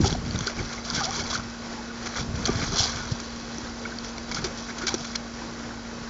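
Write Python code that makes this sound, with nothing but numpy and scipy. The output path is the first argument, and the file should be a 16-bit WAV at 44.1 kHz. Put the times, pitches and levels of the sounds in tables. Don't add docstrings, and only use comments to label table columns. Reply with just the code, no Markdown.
import sys
import numpy as np
from scipy import signal
from scipy.fft import rfft, irfft
from scipy.io import wavfile
from scipy.ndimage import uniform_filter1d

SR = 44100
rng = np.random.default_rng(int(sys.argv[2]) if len(sys.argv) > 2 else 0)


def generate_wav(sig):
    pcm = np.round(np.clip(np.atleast_2d(sig).T, -1, 1) * 32767).astype(np.int16)
    wavfile.write(sys.argv[1], SR, pcm)


N = 268569
TIME = np.arange(N) / SR


def from_db(db):
    return 10 ** (np.asarray(db) / 20)


def rms_one(x):
    return x / np.sqrt(np.mean(x ** 2) + 1e-20)


def add(out, start_s, sound):
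    at = max(round(start_s * SR), 0)
    out[at:at + len(sound)] += sound[:N - at]


def drift(rate_hz):
    step = 40
    pole = np.exp(-2 * np.pi * rate_hz * step / SR)
    settle = 2000
    noise = rng.standard_normal(N // step + settle + 2)
    slow = signal.lfilter([1], [1, -2 * pole, pole * pole], noise)[settle:]
    return np.interp(np.arange(N) / step, np.arange(len(slow)), rms_one(slow))


def colour(x, spectrum):
    size = 8192
    hz, db = np.transpose(spectrum)
    bin_hz = np.arange(size // 2 + 1) * SR / size
    gain = rms_one(from_db(np.interp(np.log(bin_hz + 1), np.log(hz), db)))
    cepstrum = irfft(np.log(gain))
    cepstrum[1:size // 2] *= 2
    cepstrum[size // 2 + 1:] = 0
    impulse_response = irfft(np.exp(rfft(cepstrum)))
    return signal.fftconvolve(x, impulse_response)[:N]


def grains(per_s, spread_db):
    sizes = from_db(spread_db * np.minimum(rng.exponential(1, N), 4))
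    signs = rng.choice([-1, 1], N)
    present = rng.random(N) < per_s / SR
    return rms_one(sizes * signs * present)


def bubble(hz, t60_s, rise, pinch_cycles=0.45):
    t = TIME[:int(t60_s * SR)]
    pinch = 1 - np.exp(-t * hz / pinch_cycles)
    ring = np.sin(2 * np.pi * hz * t * (1 + rise * t / t60_s))
    return pinch * ring * from_db(-60 * t / t60_s)


def bubble_cloud(level, per_s, low_hz, high_hz, cycles, spread_db, rise):
    out, energy = np.zeros(N), 0
    for when, size, strength in rng.random((int(per_s * N / SR), 3)):
        hz = low_hz * (high_hz / low_hz) ** size
        loudness = from_db(-spread_db * np.log(max(strength, 0.03))) * np.sqrt(hz / low_hz)
        ring = bubble(hz, cycles / hz, rise) * loudness
        energy += np.sum(ring ** 2)
        add(out, when * N / SR, ring * level[int(when * N)])
    return out / np.sqrt(energy / N)


# frequency in Hz, relative density in dB per Hz.
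YARD_SPECTRUM = [(15, -13), (35, 6.5), (55, 0), (130, 3.5), (300, 3.5), (400, 2), (480, 1.5), (720, -2),
                 (870, -0.5), (1100, -3), (1500, -3.5), (1900, -5), (2200, -8.5), (2600, -11), (3100, -9.5),
                 (3400, -13), (3650, -12), (4000, -10.5), (5800, -8.5), (6600, -14), (7100, -13),
                 (7500, -22)]


def yard(level_db=-40, waver_db=1.1, waver_hz=4.4):
    level = from_db(level_db + waver_db * drift(waver_hz))
    return level * colour(rng.standard_normal(N), YARD_SPECTRUM)


def motor(orders, hz, wander_share, flutter_db):
    phase = 2 * np.pi * hz * np.cumsum(1 + wander_share * drift(3.0)) / SR
    out = np.zeros(N)
    for order, db in orders:
        depth_db = flutter_db * np.tanh(order / 20)
        level = np.sqrt(2) * from_db(db + depth_db * drift(3.6))
        out += level * np.sin(order * phase + rng.uniform(0, 2 * np.pi))
    return out


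# multiple of the turning rate, rms in dB before flutter.
COMPRESSOR_ORDERS = [(1, -61), (4, -40.5), (8, -57.5), (19, -57.5), (22, -64), (24, -58.5), (25, -60.5),
                     (26, -58.5), (38, -67), (44, -60), (67, -62.5), (82, -61)]
# multiple of the blade rate, rms in dB before flutter.
FAN_ORDERS = [(1, -50.5), (2, -56.5), (5, -58), (6, -56)]


def compressor(turning_hz=58.37, blade_hz=56.4):
    hum = motor(COMPRESSOR_ORDERS, turning_hz, wander_share=0.0007, flutter_db=2.0)
    fan = motor(FAN_ORDERS, blade_hz, wander_share=0.016, flutter_db=6.5)
    return hum + fan


def ripples(level_db=-51.5):
    cloud = bubble_cloud(np.ones(N), per_s=35, low_hz=421.4, high_hz=1640, cycles=36.0,
                         spread_db=3.0, rise=0.15)
    return from_db(level_db) * cloud


# time in seconds, pitch in Hz, level in dB before flutter.
GURGLE_PATH = [(1.003, 842, -42), (1.011, 816, -30), (1.035, 741, -44), (1.061, 646, -36),
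               (1.081, 755, -33), (1.112, 816, -43)]


def gurgle(flutter_db=3.5):
    s, hz, db = np.transpose(GURGLE_PATH)
    level = np.interp(TIME, s, from_db(db), left=0, right=0) * from_db(flutter_db * drift(70))
    phase = 2 * np.pi * np.cumsum(np.interp(TIME, s, hz)) / SR
    return level * np.sin(phase)


# start in seconds, relative level in dB, mid pitch in Hz,
# length in seconds, glide from start to end as a share of the pitch.
AIR_POCKETS = [(0.003, -20, 304, 0.019, -0.14), (0.044, -20, 770, 0.0078, -0.2),
               (0.045, -30.5, 1290, 0.019, -0.15), (0.046, -27, 391.6, 0.055, 0.01),
               (0.058, -31, 850, 0.022, 0.2), (0.083, -34, 370, 0.023, 0.2), (0.087, -31, 874, 0.014, 0.17),
               (0.124, -26, 381, 0.01, 0.22), (0.149, -27, 710, 0.0091, 0.2),
               (0.466, -32.5, 393, 0.031, -0.048), (0.478, -21.5, 1480, 0.0085, 0.12),
               (0.591, -32, 2140, 0.016, -0.2), (0.598, -26, 371, 0.023, -0.06),
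               (0.779, -32.5, 2132, 0.011, 0.06), (0.907, -32, 1355, 0.021, -0.12),
               (0.97, -32, 2130, 0.022, -0.051), (0.976, -34.5, 1433, 0.063, -0.18),
               (1.006, -33, 1300, 0.043, 0.2), (1.007, -31, 1210, 0.035, 0.12),
               (1.022, -38, 1404, 0.049, -0.051), (1.046, -39, 1380, 0.03, 0.22),
               (1.112, -30, 1170, 0.01, 0.12), (1.162, -38.5, 978, 0.044, 0.15),
               (1.181, -31.5, 378, 0.029, -0.2), (1.182, -37, 1448, 0.048, 0.14),
               (1.201, -39, 2100, 0.028, -0.18), (1.329, -26, 1080, 0.0078, -0.18),
               (1.332, -35, 1550, 0.055, 0.097), (1.353, -28.5, 1459, 0.016, 0.2),
               (1.395, -27.5, 1350, 0.0092, -0.23), (1.775, -39, 847, 0.046, -0.046),
               (1.89, -39.5, 1470, 0.036, -0.0091), (2.182, -31, 1303, 0.0087, -0.2),
               (2.475, -36, 1168, 0.055, -0.1), (2.482, -26, 756, 0.0093, 0.25),
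               (2.492, -21, 392, 0.012, 0.25), (2.623, -30, 387, 0.0075, 0.06),
               (2.718, -32.5, 399, 0.052, 0), (2.803, -27, 740, 0.0078, -0.18),
               (2.992, -35, 1449, 0.043, -0.085), (3.583, -29, 323, 0.012, -0.2),
               (3.852, -30, 2220, 0.01, 0), (3.853, -30, 1460, 0.013, 0.2),
               (3.921, -35.5, 1490, 0.015, -0.2), (4.314, -32.5, 2230, 0.014, 0),
               (4.366, -27, 1400, 0.018, 0.12), (4.442, -29.5, 360, 0.033, -0.23),
               (4.702, -34, 1425, 0.016, -0.025), (4.81, -38, 1418, 0.064, -0.085),
               (4.832, -37, 1434, 0.026, 0.22), (4.835, -31, 376, 0.033, 0.18),
               (4.878, -29, 2240, 0.016, -0.15), (4.881, -32, 1500, 0.016, -0.1),
               (4.941, -22, 347, 0.016, -0.2), (5.151, -28, 2280, 0.011, 0.1)]


def plops(level_db=0.5, skew=0.42, rough_share=0.38):
    out = np.zeros(N)
    for s, db, hz, length_s, glide in AIR_POCKETS:
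        age = TIME[:int(length_s * SR)] / length_s
        turns = np.cumsum(hz * (1 + glide * (age - 0.5))) / SR
        swell = np.sin(np.pi * age ** skew)
        add(out, s, from_db(db + level_db) * swell * np.sin(2 * np.pi * turns))
    return out * (1 + rough_share * drift(99))


# start in seconds, level in dB, main pitch in Hz.
TUB_BUMPS = [(0.001, -14, 150), (0.006, -14.5, 207), (0.016, -13.5, 169), (0.031, -17, 95),
             (0.081, -25.5, 100), (0.11, -22, 150), (0.123, -20.5, 149), (0.199, -28, 110),
             (0.271, -26, 131), (0.344, -19, 159), (0.978, -21, 162), (1.385, -29, 84), (2.232, -27.5, 149),
             (2.337, -25, 112), (2.397, -22.5, 191), (2.479, -22, 263), (2.494, -18.5, 185),
             (2.552, -23.5, 100), (2.628, -20, 180), (2.728, -19.5, 150), (2.798, -22, 100),
             (3.117, -17.5, 120), (4.385, -25, 160)]
# start in seconds, length in seconds, relative level in dB.
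FLOOR_DRAGS = [(0.0, 0.035, -23.5), (0.06, 0.11, -31.5), (0.153, 0.28, -34), (0.336, 0.031, -33),
               (0.573, 0.035, -31.5), (0.908, .07, -36), (1.06, 0.39, -39.5), (2.176, 0.23, -32),
               (2.437, 0.29, -33), (2.814, 0.28, -39.5), (3.525, 0.11, -44), (4.288, 0.17, -36.5),
               (4.87, 0.15, -42.5)]
# frequency in Hz, relative density in dB per Hz.
TUB_SPECTRUM = [(15, -20.5), (35, 1.5), (70, 4.5), (110, 3), (190, -1.5), (280, -5), (400, -13.5),
                (600, -21), (1500, -35)]


def gesture(start_s, length_s, attack_s, release_s):
    attack = np.clip((TIME - start_s) / attack_s, 0, 1)
    return attack * np.exp(-np.maximum(TIME - start_s - length_s, 0) / release_s)


def tub(rub_db=-0.5, knock_db=-9.0, bump_cycles=1.4, shuffle_db=-51):
    bends, knocks = np.zeros(N), np.zeros(N)
    for s, db, hz in TUB_BUMPS:
        length_s = bump_cycles / hz
        t = TIME[:int(2 * length_s * SR)]
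        swell = (2 * t / length_s * np.exp(1 - 2 * t / length_s)) ** 2
        add(bends, s, from_db(db) * swell * np.sin(2 * np.pi * hz * t))
        add(knocks, s, from_db(db + knock_db) * swell / 2)
    power = from_db(shuffle_db) ** 2
    for s, length_s, db in FLOOR_DRAGS:
        effort = gesture(s, length_s, attack_s=0.0075, release_s=0.051)
        power = power + (from_db(db + rub_db) * effort) ** 2
    return bends + colour((np.sqrt(power) + knocks) * grains(1400, 0.45), TUB_SPECTRUM)


# start in seconds, relative level in dB, pitch in Hz.
FALLING_DROPS = [(0.106, -19, 4060), (0.127, -18.5, 3270), (0.309, -21.5, 4450), (0.3588, -21.5, 3650),
                 (0.389, -19.5, 6100), (0.471, -16, 4580), (0.9012, -15.5, 4880), (1.043, -15, 5100),
                 (1.053, -16, 5650), (1.1072, -17, 5760), (1.342, -25, 6240), (1.349, -19, 4400),
                 (2.4542, -12, 4360), (2.759, -18, 5620), (2.7964, -13, 5650), (2.839, -15, 4740),
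                 (2.8574, -17, 5730), (2.8947, -19.5, 5750), (3.583, -23.5, 5940), (3.986, -21.5, 4600),
                 (4.181, -28.5, 4300), (4.314, -23, 5100), (4.3455, -21, 4840), (4.4444, -25, 4500),
                 (4.869, -21, 5600), (4.88, -15.5, 4000), (4.941, -15.5, 5830), (5.1578, -17.5, 4240)]
# frequency in Hz, relative density in dB per Hz.
SPRAY_SPECTRUM = [(1800, -27.5), (2900, -6), (3420, 5), (3730, -5.5), (4050, -1.5), (4420, 1), (4720, 2),
                  (5080, -3), (5700, 3.5), (6350, -2.5), (6950, -4.5), (7500, -14), (9000, -20)]


def drop_smacks(rise_s=0.0002, length_s=0.0023, ring_db=-3.0, crack_db=-9.5):
    rings, cracks = np.zeros(N), np.zeros(N)
    t = TIME[:int(2 * length_s * SR)]
    shape = (1 - np.exp(-t / rise_s)) * np.exp(-(t / length_s) ** 4)
    for s, db, hz in FALLING_DROPS:
        add(rings, s, from_db(db + ring_db) * shape * np.sin(2 * np.pi * hz * t))
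        add(cracks, s, from_db(db + crack_db) * shape * np.exp(-t / length_s))
    return rings + colour(cracks * rng.choice([-1, 1], N), SPRAY_SPECTRUM)


# start in seconds, length in seconds,
# slosh level in dB, spray level in dB.
WATER_SLAPS = [(0.042, 0.01, -36, -31.5), (0.055, 0.027, -47, -29), (0.098, 0.01, -36, -39),
               (0.126, 0.0021, -36.5, -27), (0.149, 0.0056, -39, -47), (0.342, 0.023, -37, -44),
               (0.406, 0.005, -36, -31), (0.467, 0.01, -37, -29.5), (0.496, 0.01, -34.5, -39),
               (0.583, 0.032, -41, -43), (0.725, 0.012, -49, -35.5), (0.944, 0.025, -35.5, -29.5),
               (0.972, 0.04, -37, -35.5), (1.033, 0.027, -48, -31), (1.159, 0.0093, -38, -35),
               (1.19, 0.017, -45, -35), (1.3, 0.018, -36, -32), (1.328, 0.037, -41, -33),
               (2.058, 0.017, -31.5, -36.5), (2.155, 0.04, -34.5, -47), (2.195, 0.018, -42, -35.5),
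               (2.4567, 0.0046, -29, -22), (2.471, 0.006, -38, -32), (2.614, 0.03, -33, -40),
               (2.781, 0.033, -41, -26.5), (2.968, 0.0089, -35.5, -38), (3.11, 0.014, -50, -37),
               (3.199, 0.0056, -38.5, -34.5), (4.046, 0.0018, -32, -31), (4.181, 0.003, -34, -37),
               (4.313, 0.011, -34.5, -34.5), (4.346, 0.0042, -36, -28.5), (4.357, 0.038, -37.5, -38.5),
               (4.4422, 0.0078, -33.5, -29), (4.449, 0.024, -38.5, -39), (4.683, 0.03, -37.5, -44.5),
               (4.782, 0.008, -39, -34), (4.815, 0.03, -37.5, -41.5), (4.8675, 0.01, -33, -26),
               (4.88, 0.014, -33.5, -28.5), (4.9425, 0.0061, -33.5, -29.5), (5.044, 0.01, -40, -38),
               (5.153, 0.0081, -31.5, -28)]


def slaps(tail_s=0.011, tail_db=-13, onset_share=0.025):
    slosh, spray = np.zeros(N), np.zeros(N)
    coarse, fine = grains(14000, 2.4), grains(9000, 1.4)
    for s, length_s, slosh_db, spray_db in WATER_SLAPS:
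        t = TIME[:int((length_s + 5 * tail_s) * SR)]
        trail = from_db(tail_db) * np.exp(-np.maximum(t - length_s, 0) / tail_s)
        shape = np.where(t < length_s, 1, trail)
        shape *= 1 - np.exp(-t / (onset_share * length_s))
        for out, drops, db in ((slosh, coarse, slosh_db), (spray, fine, spray_db)):
            burst = shape * drops[round(s * SR):][:len(t)]
            add(out, s, from_db(db) * rms_one(burst) * np.sqrt(length_s * SR / len(t)))
    return slosh, spray


# start in seconds, length in seconds,
# relative slosh level in dB, relative spray level in dB.
PAW_STROKES = [(0.0, 0.12, -35.5, -35.5), (0.238, 0.27, -41.5, -43), (0.414, 0.069, -38, -37.5),
               (0.552, 0.12, -39.5, -40.5), (0.683, 0.098, -38, -40.5), (0.836, 0.12, -37, -35),
               (0.919, 0.17, -35, -37), (1.107, 0.099, -34, -33), (1.23, 0.15, -35.5, -37.5),
               (2.006, 0.17, -40.5, -41.5), (2.152, 0.039, -41.5, -34), (2.338, 0.16, -39.5, -41.5),
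               (2.452, 0.079, -33, -37), (2.541, 0.14, -34, -33.5), (2.708, 0.19, -32.5, -33),
               (2.755, 0.09, -44.5, -25), (2.913, 0.16, -37.5, -40.5), (4.03, 0.06, -45, -42),
               (4.258, 0.23, -41.5, -44), (4.56, 0.071, -54, -39), (4.757, 0.12, -43.5, -46),
               (4.867, 0.07, -34, -37), (4.966, 0.15, -44.5, -41)]


def stirring(settle_s=0.78, settle_db=-9.5, calm_slosh_db=-52.5, calm_spray_db=-53):
    power = np.zeros((2, N))
    for s, length_s, *dbs in PAW_STROKES:
        effort = gesture(s, length_s, attack_s=0.015, release_s=0.039)
        power += np.outer(from_db(dbs), effort) ** 2
    keep = np.exp(-1 / (settle_s * SR))
    settling = from_db(settle_db) ** 2 * signal.lfilter([1 - keep], [1, -keep], power)
    trickle = from_db([[calm_slosh_db], [calm_spray_db]]) ** 2
    return np.sqrt(power + settling + trickle)


def clumped(level, clump_db, rate_hz, merge_db=-30):
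    depth_db = clump_db / (1 + (level / from_db(merge_db)) ** 2)
    mean_power_db = np.log(10) / 20 * depth_db ** 2
    return level * from_db(depth_db * drift(rate_hz) - mean_power_db)


# frequency in Hz, relative density in dB per Hz.
SLOSH_SPECTRUM = [(200, -9.5), (400, -1.5), (560, -2), (800, -4.5), (1050, -2.5), (1470, 4.5), (1850, -4.5),
                  (2260, 2), (2700, -12.5), (4000, -19)]


def water(slosh_db=-5.0, spray_db=-4.0, big_bubbles_db=-8.5, small_bubbles_db=-5.0):
    slosh, spray = stirring()
    slap_slosh, slap_spray = slaps()
    stroke_slosh = from_db(slosh_db) * clumped(slosh, clump_db=3.0, rate_hz=120) * grains(2000, 3.2)
    stroke_spray = from_db(spray_db) * clumped(spray, clump_db=2.5, rate_hz=100) * grains(1500, 2.5)
    body = colour(slap_slosh + stroke_slosh, SLOSH_SPECTRUM)
    drops = colour(slap_spray + stroke_spray, SPRAY_SPECTRUM)
    trapped = uniform_filter1d(slap_spray ** 2, size=200)
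    big = bubble_cloud(slosh, per_s=220, low_hz=622.5, high_hz=1653, cycles=40.0,
                       spread_db=2.5, rise=0.15)
    small = bubble_cloud(np.sqrt(spray ** 2 + trapped), per_s=650, low_hz=3800, high_hz=6444, cycles=110,
                         spread_db=3.5, rise=0.061)
    return body + drops + from_db(big_bubbles_db) * big + from_db(small_bubbles_db) * small


def scene():
    background = yard() + compressor()
    pockets = ripples() + gurgle() + plops()
    return (background + pockets + tub() + drop_smacks() + water())[None]


def record(dry, dip_hz=2730, dip_q=3.7, dip_share=0.12, cutoff_hz=7500):
    peak = signal.lfilter(*signal.iirpeak(dip_hz, dip_q, fs=SR), dry)
    voiced = dry - dip_share * peak
    low_pass = signal.ellip(12, 0.2, 90, cutoff_hz, fs=SR, output="sos")
    return signal.sosfilt(low_pass, voiced)


dry = scene()
out = record(dry)
generate_wav(out)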